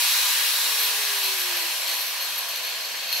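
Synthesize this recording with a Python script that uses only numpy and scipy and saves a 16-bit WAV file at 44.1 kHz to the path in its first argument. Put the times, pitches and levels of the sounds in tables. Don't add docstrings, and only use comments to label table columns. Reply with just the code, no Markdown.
import sys
import numpy as np
from scipy import signal
from scipy.fft import rfft, irfft, next_fast_len
from scipy.io import wavfile
from scipy.ndimage import uniform_filter1d, map_coordinates

SR = 44100
rng = np.random.default_rng(int(sys.argv[2]) if len(sys.argv) > 2 else 0)


def undo_db(level):
    steps = np.asarray(level, float) / 20
    return 10 ** steps


def log_audio(samples):
    frames = np.atleast_2d(samples).T
    limited = np.clip(frames, -1, 1)
    pcm = np.round(limited * 32767).astype(np.int16)
    wavfile.write(sys.argv[1], SR, pcm)


N = 141120
SECONDS = np.arange(N) / SR

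# time in seconds, armature speed in Hz, whine level in dB before its flutter.
SPIN = [(0, 519, -70), (.4, 518.4, -57), (.7, 463, -56), (.85, 440, -51.5), (1.09, 412, -49),
        (1.5, 361.4, -49.5), (1.67, 346, -50.5), (1.74, 336.5, -69), (1.82, 334, -70), (1.9, 319.5, -60),
        (2.0, 315, -66), (2.1, 301, -75), (2.33, 282.4, -69.5), (2.45, 263, -79), (3.2, 205, -76)]
# time in seconds, level in dB before roar() adds its gain.
ROAR_LEVEL = [(0.0, -26), (1.85, -33), (1.94, -32), (1.97, -34), (3.08, -38), (3.15, -36), (3.2, -34.5)]
# frequency in Hz, relative strength in dB per Hz.
FAST_COLOUR = [(76, -81), (156, -63), (186, -51.5), (391, -24.5), (508, -21.5), (608, -24), (1000, -8.5),
               (1350, -10), (2470, -4.5), (4000, -4), (7000, -9.5), (11600, -6.5), (15600, -12)]
# frequency in Hz, relative strength in dB per Hz.
SLOW_COLOUR = [(76, -65), (130, -43), (469, -11), (518, -11.5), (889, -9), (1020, -4), (1330, -8),
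               (1440, -6), (3140, -0.5), (3760, -9), (4330, -3), (4780, -5), (7000, -10), (12000, -12.5),
               (15600, -15.5)]
# frequency in Hz, width in Hz, boost in dB.
HOUSING = [(528.5, 29, 6.5), (645, 66, 6.5), (809, 43, 6.5), (1000, 160, 3), (1345, 71, -3),
           (1694, 124, 3.5), (2490, 69, 4), (3900, 420, 4), (3560, 510, 0.5), (5610, 480, 4)]
# frequency in Hz, likeness (1 means the same).
ALIKE = [(30, .3), (90, 1), (200, 0.97), (400, 0.96), (700, 0.81), (1500, 0.59), (3000, 0.51), (6000, 0.16),
         (12000, 0.17)]
# time in seconds, relative contact pressure in dB,
# long ring of the whole piece against its thin edge in dB.
CONTACT = [(0.0, -38, -6), (0.05, -32.5, 2), (0.76, -35, -3.5), (0.8, -24.5, -2), (0.92, -33.5, -0.5),
           (1.23, -34, 1), (1.26, -26, 0.5), (1.32, -37, -6), (1.4, -29, -1.5), (1.54, -37, 1.5),
           (1.58, -29, 2), (1.59, -35.5, 1), (1.86, -37.5, -2), (1.88, -31.5, 3), (2.05, -31.5, -4),
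           (2.16, -39, -4), (2.19, -39, 8), (2.22, -30, 2), (2.3, -39, 1), (2.38, -34, 0.5),
           (2.39, -31, -10), (2.41, -38, 0), (2.47, -48, -1), (2.49, -34, -1), (2.51, -38, 10),
           (2.55, -44, 5), (2.57, -30, -1), (2.61, -47, -7), (2.65, -34, 5.5), (2.77, -41, 4),
           (3.07, -40.5, 9), (3.14, -31.5, 4), (3.2, -32, 0)]
# time in seconds, relative strength in dB.
CATCHES = [(1.2323, -25), (1.3819, -26), (1.569, -21), (2.011, -25), (2.211, -31), (2.3345, -26),
           (2.3597, -27), (2.3805, -18), (2.4884, -21), (2.5575, -25.5), (2.6355, -33), (2.8052, -36),
           (3.127, -20), (3.1594, -32)]
# frequency in Hz, width in Hz, relative level in dB.
EDGE_MODES = [(11040, 480, -11.5), (11430, 250, 1), (11700, 560, 0.5), (12500, 200, -2.5),
              (12900, 400, -5.5)]
# frequency in Hz, width in Hz, relative level in dB.
BODY_MODES = [(2380, 1350, -15.5), (2870, 310, -10), (3225, 52, -9.5), (3720, 90, -8), (4194, 55, -1),
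              (4286, 50, -2), (4316, 60, -1), (4534, 196, -7.5), (6270, 260, -16.5)]
# frequency in Hz, time to fall by 60 dB in seconds.
GARAGE_DECAY = [(300, 0.93), (4000, 1), (12000, 0.22)]
# frequency in Hz, relative strength in dB per Hz.
RUMBLE_COLOUR = [(20, -5), (60, 5.5), (120, 6.5), (200, 14), (300, -23), (500, -60)]
# start in seconds, level in dB, pitch in Hz, time to fall by 60 dB in seconds.
KNOCKS = [(.15, -73, 96, 0.33), (2.36, -66.5, 97.4, 0.84), (2.9, -62, 232, 0.86), (3.04, -63, 176, .4),
          (3.14, -62, 170.5, 0.43)]
# frequency in Hz, left over right in dB.
LEFT_OVER_RIGHT = [(30, 0), (200, 2.1), (1000, 0), (4000, 0.25), (12000, 1)]


def unit(x):
    return x / np.sqrt(np.mean(x ** 2) + 1e-20)


def along(points, hz):
    f, value = np.transpose(points)
    return np.interp(np.log(hz + 1), np.log(f + 1), value)


def curves(rows):
    s, *columns = np.transpose(rows)
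    return [np.interp(SECONDS, s, column) for column in columns]


def wobble(rate):
    points = rng.standard_normal(int(N * rate / SR) + 4)
    return map_coordinates(points, [np.arange(N) * rate / SR])


def filtered(x, response):
    m = next_fast_len(N + SR // 2)
    return irfft(rfft(x, m) * response(np.fft.rfftfreq(m, 1 / SR)), m)[..., :N]


def modes(table):
    def response(f):
        total = 0
        for k, (centre, width, db) in enumerate(table):
            resonance = 1j * f * width / (centre ** 2 - f ** 2 + 1j * f * width)
            total = total + (-1) ** k * undo_db(db) * resonance
        return total
    return response


def roar():
    patchy_db, ripple_db, ripple_hz = 1.0, 1.6, 25
    fast_hz, slow_hz = 508, 213
    speed_hz, level_db = curves(SPIN)[0], curves(ROAR_LEVEL)[0]

    cells = signal.stft(rng.standard_normal((2, N)), nperseg=512)[2]
    patches = uniform_filter1d(rng.standard_normal(cells.shape[1:]), 6, 0)
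    patches = uniform_filter1d(patches, 14, 1)
    noise = signal.istft(cells * undo_db(patchy_db * unit(patches)), nperseg=512)[1][:, :N]

    def housing(f):
        return undo_db(sum(db / (1 + (2 * (f - c) / w) ** 2) for c, w, db in HOUSING))

    def mid_side(f):
        angle = np.arccos(np.clip(along(ALIKE, f), -1, 1)) / 2
        return housing(f) * [np.cos(angle), np.sin(angle)]

    mid, side = filtered(noise, mid_side)
    stereo = np.array([mid + side, mid - side])

    knots = rng.standard_normal((2, SR))

    def coloured(colour, k):
        def response(f):
            ripple = ripple_db * map_coordinates(knots[k], [f / ripple_hz])
            return undo_db(along(colour, f) + ripple)
        return unit(filtered(stereo, response))

    fast, slow = coloured(FAST_COLOUR, 0), coloured(SLOW_COLOUR, 1)
    share = np.clip(np.log(speed_hz / slow_hz) / np.log(fast_hz / slow_hz), 0, 1)
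    gain = undo_db(level_db + 6 + 0.067 * wobble(6.8))
    return gain * (share * fast + (1 - share) * slow)


def whine():
    speed_hz, level_db = curves(SPIN)
    phase = 2 * np.pi * np.cumsum(speed_hz) / SR + 0.44 * wobble(30.9)
    return np.sqrt(2) * undo_db(level_db + 1.3 * wobble(17)) * np.sin(phase)


def grinding():
    hits_per_s, spread_db = 3000, 4
    shower_db, shower_t60_s, tick_db = -8, 0.032, 9.5
    ring_rises, rise_s = 0.0414, 1.57
    pressure_db, ring_db = curves(CONTACT)

    size = undo_db(spread_db * np.minimum(rng.exponential(size=N), 4)) * rng.standard_normal(N)
    hits = size * (rng.random(N) < hits_per_s / SR)
    grit = unit(hits) + 0.74 * rng.standard_normal(N)

    steady = undo_db(pressure_db - 4.5 + 0.52 * wobble(59.88))
    shower = 0
    for s, db in CATCHES:
        fall_db = 60 * np.abs(SECONDS - s) / shower_t60_s
        shower = shower + (SECONDS > s) * undo_db(db + shower_db - fall_db)
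    tick_places = [round(s * SR) for s, db in CATCHES]
    tick = np.bincount(tick_places, [undo_db(db + tick_db) for s, db in CATCHES], N)

    edge, body = modes(EDGE_MODES), modes(BODY_MODES)
    thin = filtered(grit * (steady + shower) + tick, edge) / np.std(filtered(grit, edge))
    push = (grit * (steady + 0.77 * shower) + 0.46 * tick) * undo_db(ring_db)
    push = push / np.std(filtered(grit, body))

    late = np.clip(SECONDS / rise_s + 0.3 * wobble(6.9), 0, 1)
    low_ring = filtered(push * np.sqrt(1 - late), lambda f: body(f * (1 + ring_rises)))
    high_ring = filtered(push * np.sqrt(late), body)
    return filtered(thin + low_ring + high_ring, lambda f: 1 / (1 + (1500 / (f + 1)) ** 4))


def garage(x):
    wet_db, delay = -0.5, 300
    hz, t, cells = signal.stft(rng.standard_normal((2, SR // 2)), SR, nperseg=256)
    fade = undo_db(-60 * t / along(GARAGE_DECAY, hz)[:, None])
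    tail = signal.istft(cells * fade, SR, nperseg=256)[1]
    tail = tail / np.linalg.norm(tail[0])
    wet = signal.fftconvolve(np.pad(x, (delay, 0))[None], tail, axes=1)[:, :N]
    return x + undo_db(wet_db) * wet


def rumble():
    start_db, rise_db, rise_s, uneven_db = -95, 15, 0.74, 5.5
    a, b = filtered(rng.standard_normal((2, N)), lambda f: undo_db(along(RUMBLE_COLOUR, f)))
    growth = np.minimum(SECONDS / rise_s, 1) ** 2
    level_db = start_db + rise_db * growth + uneven_db * wobble(4.6)
    return undo_db(level_db) * unit(np.array([a + 0.24 * b, a - 0.5 * b]))


def knocks():
    rise_s, puff_t60_s = 0.015, 0.27
    puff = unit(filtered(rng.standard_normal(N), lambda f: 1 / (1 + (f / 250) ** 4)))
    waver = 0.75 * wobble(20)
    total = 0
    for s, db, hz, t60 in KNOCKS:
        away = np.abs(SECONDS - s)
        envelope = np.clip((SECONDS - s) / rise_s, 0, 1) * undo_db(db - 60 * away / t60)
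        ring = np.sin(2 * np.pi * hz * SECONDS + waver)
        total = total + envelope * (ring + 0.4 * puff * undo_db(-60 * away / puff_t60_s))
    return total


def scene():
    mix = roar() + whine() + garage(grinding()) + rumble() + knocks()
    sides = np.array([[1], [-1]])
    return filtered(mix, lambda f: undo_db(along(LEFT_OVER_RIGHT, f) / 2 * sides))


def top_cut(x):
    return signal.sosfilt(signal.butter(12, 17080, fs=SR, output="sos"), x)


def record(dry):
    top_hz = 15750
    finished = filtered(dry, lambda f: f < top_hz)
    return top_cut(finished)


dry = scene()
out = record(dry)
log_audio(out)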